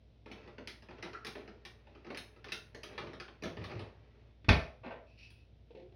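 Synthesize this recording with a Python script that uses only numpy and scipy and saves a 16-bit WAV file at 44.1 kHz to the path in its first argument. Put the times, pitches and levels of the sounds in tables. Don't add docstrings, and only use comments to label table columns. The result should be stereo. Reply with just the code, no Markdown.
import sys
import numpy as np
from scipy import signal
from scipy.fft import rfft, irfft
from scipy.io import wavfile

SR = 44100
rng = np.random.default_rng(int(sys.argv[2]) if len(sys.argv) > 2 else 0)


def put_to_file(sound):
    columns = np.atleast_2d(sound).T
    safe = np.clip(columns, -1, 1)
    whole_steps = np.round(safe * 32767)
    wavfile.write(sys.argv[1], SR, whole_steps.astype(np.int16))


N = 262395
TIME = np.arange(N) / SR

# (frequency [Hz], level [dB])
MOUTH_SPECTRUM = [(150, -21), (700, -6), (1100, 2), (1550, 2.5), (1850, 3), (2700, 0.5), (3500, -3.5),
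                  (5500, -16.5), (9000, -60)]
# (frequency [Hz], level [dB])
SNAP_SPECTRUM = [(500, -33), (2400, -3.5), (3500, 2.5), (5000, -3.5), (6200, -7.5), (8000, -29),
                 (12000, -59.5)]


def from_db(db):
    return 10 ** (np.asarray(db) / 20)


def unit_energy(x):
    return x / np.sqrt(np.sum(x ** 2, axis=-1, keepdims=True) + 1e-20)


def unit_rms(x):
    return unit_energy(x) * np.sqrt(x.shape[-1])


def at_hz(points, hz):
    knots, values = np.transpose(points)
    return np.interp(np.log(np.maximum(hz, 1)), np.log(knots), values)


def add(track, start_s, sound):
    start = int(start_s * SR)
    track[start:start + len(sound)] += sound[:N - start]


def colour(x, spectrum, size=4096):
    cepstrum = irfft(np.log(from_db(at_hz(spectrum, np.fft.rfftfreq(size, 1 / SR)))))
    cepstrum[1:size // 2] *= 2
    cepstrum[size // 2 + 1:] = 0
    return signal.fftconvolve(x, irfft(np.exp(rfft(cepstrum))))[:len(x)]


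def resonance(x, hz, width_hz):
    radius = np.exp(-np.pi * width_hz / SR)
    feedback = [1, -2 * radius * np.cos(2 * np.pi * hz / SR), radius ** 2]
    return signal.lfilter(np.array([1, 0, -1]) * (1 - radius ** 2) / 2, feedback, x + 1e-18)


def ring(hz, t60):
    t = TIME[:SR]
    return np.sin(2 * np.pi * hz * t) * from_db(-60 * t / t60)


def grains(per_s, spread_db, size=N):
    heights = from_db(spread_db * np.minimum(rng.exponential(1, size), 4))
    return heights * rng.choice([-1, 1], size) * (rng.random(size) < per_s / SR)


def burst(decay_s, per_s, spread_db, first, size=4096):
    pops = unit_energy(grains(per_s, spread_db, size) * np.exp(-TIME[:size] / decay_s))
    pops[0] += first
    return pops


def strokes(rows, attack_s, release_db_per_s, sag_db_per_s=0):
    power = np.zeros(N)
    for start_s, length_s, db in rows:
        age = np.maximum(TIME - start_s, 0)
        rise = np.minimum(age / attack_s, 1)
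        fall_db = sag_db_per_s * age + release_db_per_s * np.maximum(age - length_s, 0)
        power += (rise * from_db(db - np.minimum(fall_db, 120))) ** 2
    return np.sqrt(power)


def diffuse_bands(size, port_spacing_m=0.16):
    edges = 22 * 2 ** (np.arange(20) / 2)
    white = rng.standard_normal((2, 2, size))
    for k, (low, high) in enumerate(zip(edges, edges[1:])):
        bandpass = signal.butter(2, (low, high), "band", fs=SR, output="sos")
        mid, side = unit_rms(signal.sosfilt(bandpass, white[k % 2]))
        hz = np.sqrt(low * high)
        coherence = 0.85 * np.sinc(2 * hz * port_spacing_m / 343)
        pair = np.sqrt(1 + coherence) * mid + np.sqrt(1 - coherence) * side * [[1], [-1]]
        yield hz, pair * np.sqrt((high - low) / SR * 2)


def room(x, balance, direct_db, early_db, early_s, t60_scale, left_lag_s):
    # (frequency [Hz], t60 [s])
    decay_times = [(100, .4), (250, 0.29), (550, 0.48), (1400, 0.38), (3700, 0.33), (10000, 0.38),
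                   (16000, 0.46)]
    t, response = TIME[:SR], 0
    early_lift = 1 + from_db(early_db) * np.exp(-t / early_s)
    build_up = 1 - np.exp(-t / 0.0014)
    for hz, pair in diffuse_bands(SR):
        tail = from_db(-60 * t / (t60_scale * at_hz(decay_times, hz)))
        pan = from_db(at_hz(balance, hz) * np.array([[.5], [-.5]]))
        response = response + unit_energy(pair * tail * early_lift * build_up) * pair.std() * pan
    response[0, int(left_lag_s * SR)] += from_db(direct_db)
    response[1, 0] += from_db(direct_db)
    response /= np.sqrt(np.sum(response ** 2) / 2)
    return signal.fftconvolve(x[None], response, axes=1)[:, :N]


def room_tone():
    # (frequency [Hz], level [dB])
    air_spectrum = [(15, -65), (25, -44.5), (41, -15), (64, -12.5), (111, -3.5), (195, -29.5), (229, -13.5),
                    (293, -22), (489, -23), (560, -23.5), (754, -33.5), (1260, -38), (4030, -35),
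                    (6210, -59.5), (16000, -63.5)]
    # (frequency [Hz], level [dB])
    hum_tones = [(59.2, -63.5), (96.9, -79), (226, -77.5)]
    air = unit_rms(sum(from_db(at_hz(air_spectrum, hz)) * pair for hz, pair in diffuse_bands(N)))
    hum = sum(from_db(db) * np.sqrt(2) * np.sin(2 * np.pi * (hz * TIME + rng.random()))
              for hz, db in hum_tones)
    return from_db(-63) * air + hum


def floor_scrape():
    # (start [s], length [s], level [dB])
    slips = [(4.83, 0.0076, -45), (4.85, 0.008, -42), (4.9, 0.01, -43)]
    # (frequency [Hz], level [dB])
    scrape_spectrum = [(60, -23), (240, -14), (350, -7), (510, -4.5), (660, -2.5), (800, -7.5),
                       (2500, -15.5), (5000, -39.5), (9000, -64)]
    friction = unit_rms(colour(grains(per_s=1700, spread_db=4.5), scrape_spectrum))
    return strokes(slips, attack_s=0.0086, release_db_per_s=332) * friction


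def hollow_knocks():
    # (time [s], level [dB], pitch [Hz], t60 [s])
    knocks = [(4.861, -42.5, 246.3, 0.13), (5.706, -51, 469, 0.29), (5.75, -45.5, 423, 0.092),
              (5.772, -52, 523, 0.15), (5.797, -51, 366.3, 0.32), (5.821, -55.5, 357, 0.16),
              (5.922, -56.5, 378, 0.18)]
    # (frequency [Hz], level [dB])
    click_spectrum = [(100, -27), (400, 3.5), (700, 0), (1200, -21.5), (2200, -10.5), (4500, -20.5),
                      (8000, -49.5)]
    notes, clicks = np.zeros(N), np.zeros(N)
    for s, db, hz, t60 in knocks:
        contact = burst(.008, per_s=1500, spread_db=3, first=1)
        add(notes, s, from_db(db) * ring(hz, t60))
        add(clicks, s, from_db(db + 20) * unit_energy(colour(contact, click_spectrum)))
    return notes, clicks


def door():
    # (time [s], thump level [dB], crack level [dB])
    blows = [(4.4444, -50, -26), (4.485, -19.5, -6), (4.4886, -28.5, 9.5), (4.4931, -16.5, -3),
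             (4.5050, -24.5, -3), (4.5281, -32.5, -3.5)]
    # (frequency [Hz], level [dB], t60 [s])
    panel_modes = [(66, -2.5, 0.51), (87.6, 1, 0.11), (110, -8, 0.036), (146.2, -18, 0.13),
                   (246.7, -15, 0.18), (295, -11, 0.27), (412, -15.5, 0.32), (511.6, -25, 0.28),
                   (653, -31, 0.2)]
    # (frequency [Hz], level [dB])
    crack_spectrum = [(88, -21.5), (150, -7), (289, -11), (324, -9.5), (401, -9), (468, -12.5),
                      (649, -14.5), (714, -16.5), (1010, -19), (1300, -19.5), (2230, -18), (5510, -28.5),
                      (7350, -56.5), (9450, -50), (15000, -64.5)]
    boom, crack = np.zeros(N), np.zeros(N)
    panel = sum(from_db(db) * ring(hz, t60) for hz, db, t60 in panel_modes)
    for s, thump_db, crack_db in blows:
        contact = burst(.002, per_s=9000, spread_db=2, first=1.2)
        add(boom, s, from_db(thump_db) * panel)
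        add(crack, s, from_db(crack_db) * unit_energy(colour(contact, crack_spectrum)))
    return boom, crack


def bowl(force):
    # (frequency [Hz], width [Hz], level [dB])
    modes = [(223, 119, -6), (336, 45.3, 0), (429.4, 73, -1), (632, 102, -6), (867, 236, -9.5)]
    push = signal.sosfilt(signal.butter(2, 1100, fs=SR, output="sos"), force)
    return sum((-1) ** k * from_db(db) * resonance(push, hz, width)
               for k, (hz, width, db) in enumerate(modes))


def tray_shoves():
    # (start [s], length [s], level [dB])
    shoves = [(2.995, 0.021, -46.5), (3.425, 0.032, -46), (3.56, .035, -44), (3.69, 0.061, -47.5)]
    # (frequency [Hz], level [dB])
    rumble_spectrum = [(40, -27.5), (70, 8.5), (105, 12), (170, 13), (260, -37), (600, -59), (3000, -98)]
    rumble = unit_rms(colour(grains(per_s=460, spread_db=7.5), rumble_spectrum))
    return strokes(shoves, attack_s=0.014, release_db_per_s=200) * rumble


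def tongue_slips(pocket_hz=1420, pocket_width_hz=300):
    # (start [s], length [s], level [dB])
    swishes = [(5.06, 0.34, -72), (5.172, 0.078, -57)]
    # (frequency [Hz], level [dB])
    swish_spectrum = [(1200, -18), (2100, -6), (2600, 11), (3100, -3.5), (4400, -2), (5500, -5),
                      (7000, -29), (15000, -28)]
    squeaks = [(1.141, 0.014, -39)]   # (start [s], length [s], level [dB])
    pocket = resonance(grains(per_s=3500, spread_db=5), pocket_hz, pocket_width_hz)
    squeak = unit_rms(resonance(pocket, pocket_hz, pocket_width_hz))
    swish = unit_rms(colour(grains(per_s=6400, spread_db=4.5), swish_spectrum))
    return (strokes(squeaks, attack_s=0.007, release_db_per_s=1700) * squeak
            + strokes(swishes, attack_s=0.0097, release_db_per_s=380) * swish)


def licking():
    # (start [s], length [s], level [dB])
    mouthfuls = [(0.258, 0.19, -53.5), (0.88, 0.17, -57.5), (1.29, 0.12, -55), (1.87, .13, -66),
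                 (2.08, 0.085, -55.5), (2.45, 0.11, -70), (2.85, 0.25, -52), (3.42, 0.072, -51),
                 (3.56, 0.27, -49.5)]
    chewing = [(0.29, 3.98, -66.5)]
    shape = dict(attack_s=0.023, release_db_per_s=152)
    effort = np.hypot(strokes(chewing, **shape), strokes(mouthfuls, **shape, sag_db_per_s=9.5))
    crackle = grains(per_s=700, spread_db=0)
    wet = unit_rms(colour(crackle, MOUTH_SPECTRUM))
    wet += from_db(-11) * unit_rms(colour(crackle, SNAP_SPECTRUM))
    rub = unit_rms(bowl(grains(per_s=700, spread_db=2.5)))
    return effort * (from_db(-3.5) * rub + from_db(-7.5) * wet)


def mouth_cues():
    # (time [s], mouth level [dB], bowl knock level [dB], sharpness as snap over mouth [dB])
    wet_smacks = [(0.315, -18.5, -21, -5.5), (0.674, -13, -24, -2), (0.823, -29.5, -30, -4.5),
                  (1.026, -12, -16.5, -6.5), (1.132, -19, -21.5, -8.5), (1.248, -13.5, -18.5, -2.5),
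                  (1.268, -15, -18.5, -0.5), (1.6514, -18, -29, -2.5), (2.147, -15, -23, -7),
                  (2.173, -14, -26, 0.5), (2.4437, -18.5, -28.5, -5.5), (2.486, -20, -31, -8),
                  (2.5204, -7.5, -19.5, -1.5), (2.747, -20, -18, -4.5), (2.8328, -16, -22, -1.5),
                  (2.979, -9, -15, -11), (3.133, -19.5, -20, -8), (3.2, -13.5, -21, -7),
                  (3.281, -22.5, -25.5, -12.5), (3.423, -19.5, -13, -5), (3.4361, -11, -9.5, -4.5),
                  (3.64, -16, -25, -4.5), (5.304, -38, -42, 3.5)]
    # (time [s], knock level [dB])
    muzzle_bumps = [(0.26, -21), (0.476, -21.5), (0.5821, -16.5), (0.887, -20.5), (0.908, -22.5),
                    (0.984, -23), (1.05, -16), (1.07, -21), (1.353, -14), (1.382, -24), (1.477, -19),
                    (1.87, -29), (1.951, -25.5), (2.047, -22), (2.067, -18.5), (2.103, -12), (2.362, -28.5),
                    (2.463, -21.5), (2.932, -25.5), (3.019, -17), (3.071, -17), (3.456, -14), (3.57, -15.5),
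                    (3.617, -21), (3.697, -17), (3.715, -13.5), (3.755, -20.5), (3.794, -15)]
    bumps = [(s, db - 3.5, db, -13) for s, db in muzzle_bumps]
    times, mouth_db, knock_db, sharp_db = np.transpose(sorted(wet_smacks + bumps))
    snap_db = mouth_db + sharp_db
    spit_db = mouth_db - 8 + 2 * sharp_db
    octaves = 0.06 * sharp_db + 0.099 * rng.standard_normal(len(times))
    cavity_hz = 2140 * 2 ** octaves
    return np.transpose([times, mouth_db, knock_db, snap_db, spit_db, cavity_hz])


def smacks(cues):
    # (frequency [Hz], level [dB])
    spit_spectrum = [(2000, -59), (7000, -18), (9500, -6), (16000, -7.5)]
    track = np.zeros(N)
    for s, mouth_db, knock_db, snap_db, spit_db, cavity_hz in cues:
        tear = burst(0.0025, per_s=2600, spread_db=3, first=0.53)
        crumble = burst(0.028, per_s=900, spread_db=8.5, first=0)
        pops = tear + from_db(-16.5) * crumble
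        cavity = unit_energy(resonance(pops, cavity_hz, width_hz=235))
        mouth = unit_energy(colour(pops, MOUTH_SPECTRUM)) + from_db(-7.5) * cavity
        snap, spit = colour(pops, SNAP_SPECTRUM), colour(pops, spit_spectrum)
        knock = bowl(burst(0.0071, per_s=1100, spread_db=1.5, first=1.3))
        layers = unit_energy(np.array([mouth, knock, snap, spit]))
        add(track, s, from_db([mouth_db, knock_db, snap_db, spit_db]) @ layers)
    return track


def cat(echo_paths=4):
    # (frequency [Hz], left minus right [dB])
    balance = [(200, -1), (400, -1), (700, -6.5), (1300, 4), (2400, 4.5), (4400, 2.5), (15000, 3.5)]
    cues = mouth_cues()
    parts = [smacks(cues[k::echo_paths]) for k in range(echo_paths)]
    parts.append(licking() + tray_shoves() + tongue_slips())
    return sum(room(part, balance, direct_db=-2.5, early_db=3, early_s=0.0024,
                    t60_scale=0.88, left_lag_s=0.00042) for part in parts)


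def scene():
    # (frequency [Hz], left minus right [dB])
    far_balance = [(200, 1), (500, -3), (1000, -4), (2000, 8), (4000, 4.5), (12000, 0.5)]
    boom, crack = door()
    notes, clicks = hollow_knocks()
    reverb_send = crack + floor_scrape() + clicks + from_db(-14) * boom + from_db(1.5) * notes
    far = room(reverb_send, far_balance, direct_db=-15.5, early_db=11, early_s=0.0036,
               t60_scale=0.99, left_lag_s=0.0002)
    body = (boom + notes) * from_db([[-.7], [.7]])
    return cat() + far + body + room_tone()


def record(dry):
    # (frequency [Hz], gain [dB])
    port_response = [(5800, 0.5), (6700, -2.5), (7700, -9), (8600, -2), (9700, 0.5), (11300, -2.5),
                     (13000, -17), (15400, -6.5)]
    low_cut = signal.butter(4, 42, "high", fs=SR, output="sos")
    high_cut = signal.ellip(10, .3, 70, 15900, fs=SR, output="sos")
    coloured = np.array([colour(channel, port_response) for channel in dry])
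    return signal.sosfilt(high_cut, signal.sosfilt(low_cut, coloured))


dry = scene()
out = record(dry)
put_to_file(out)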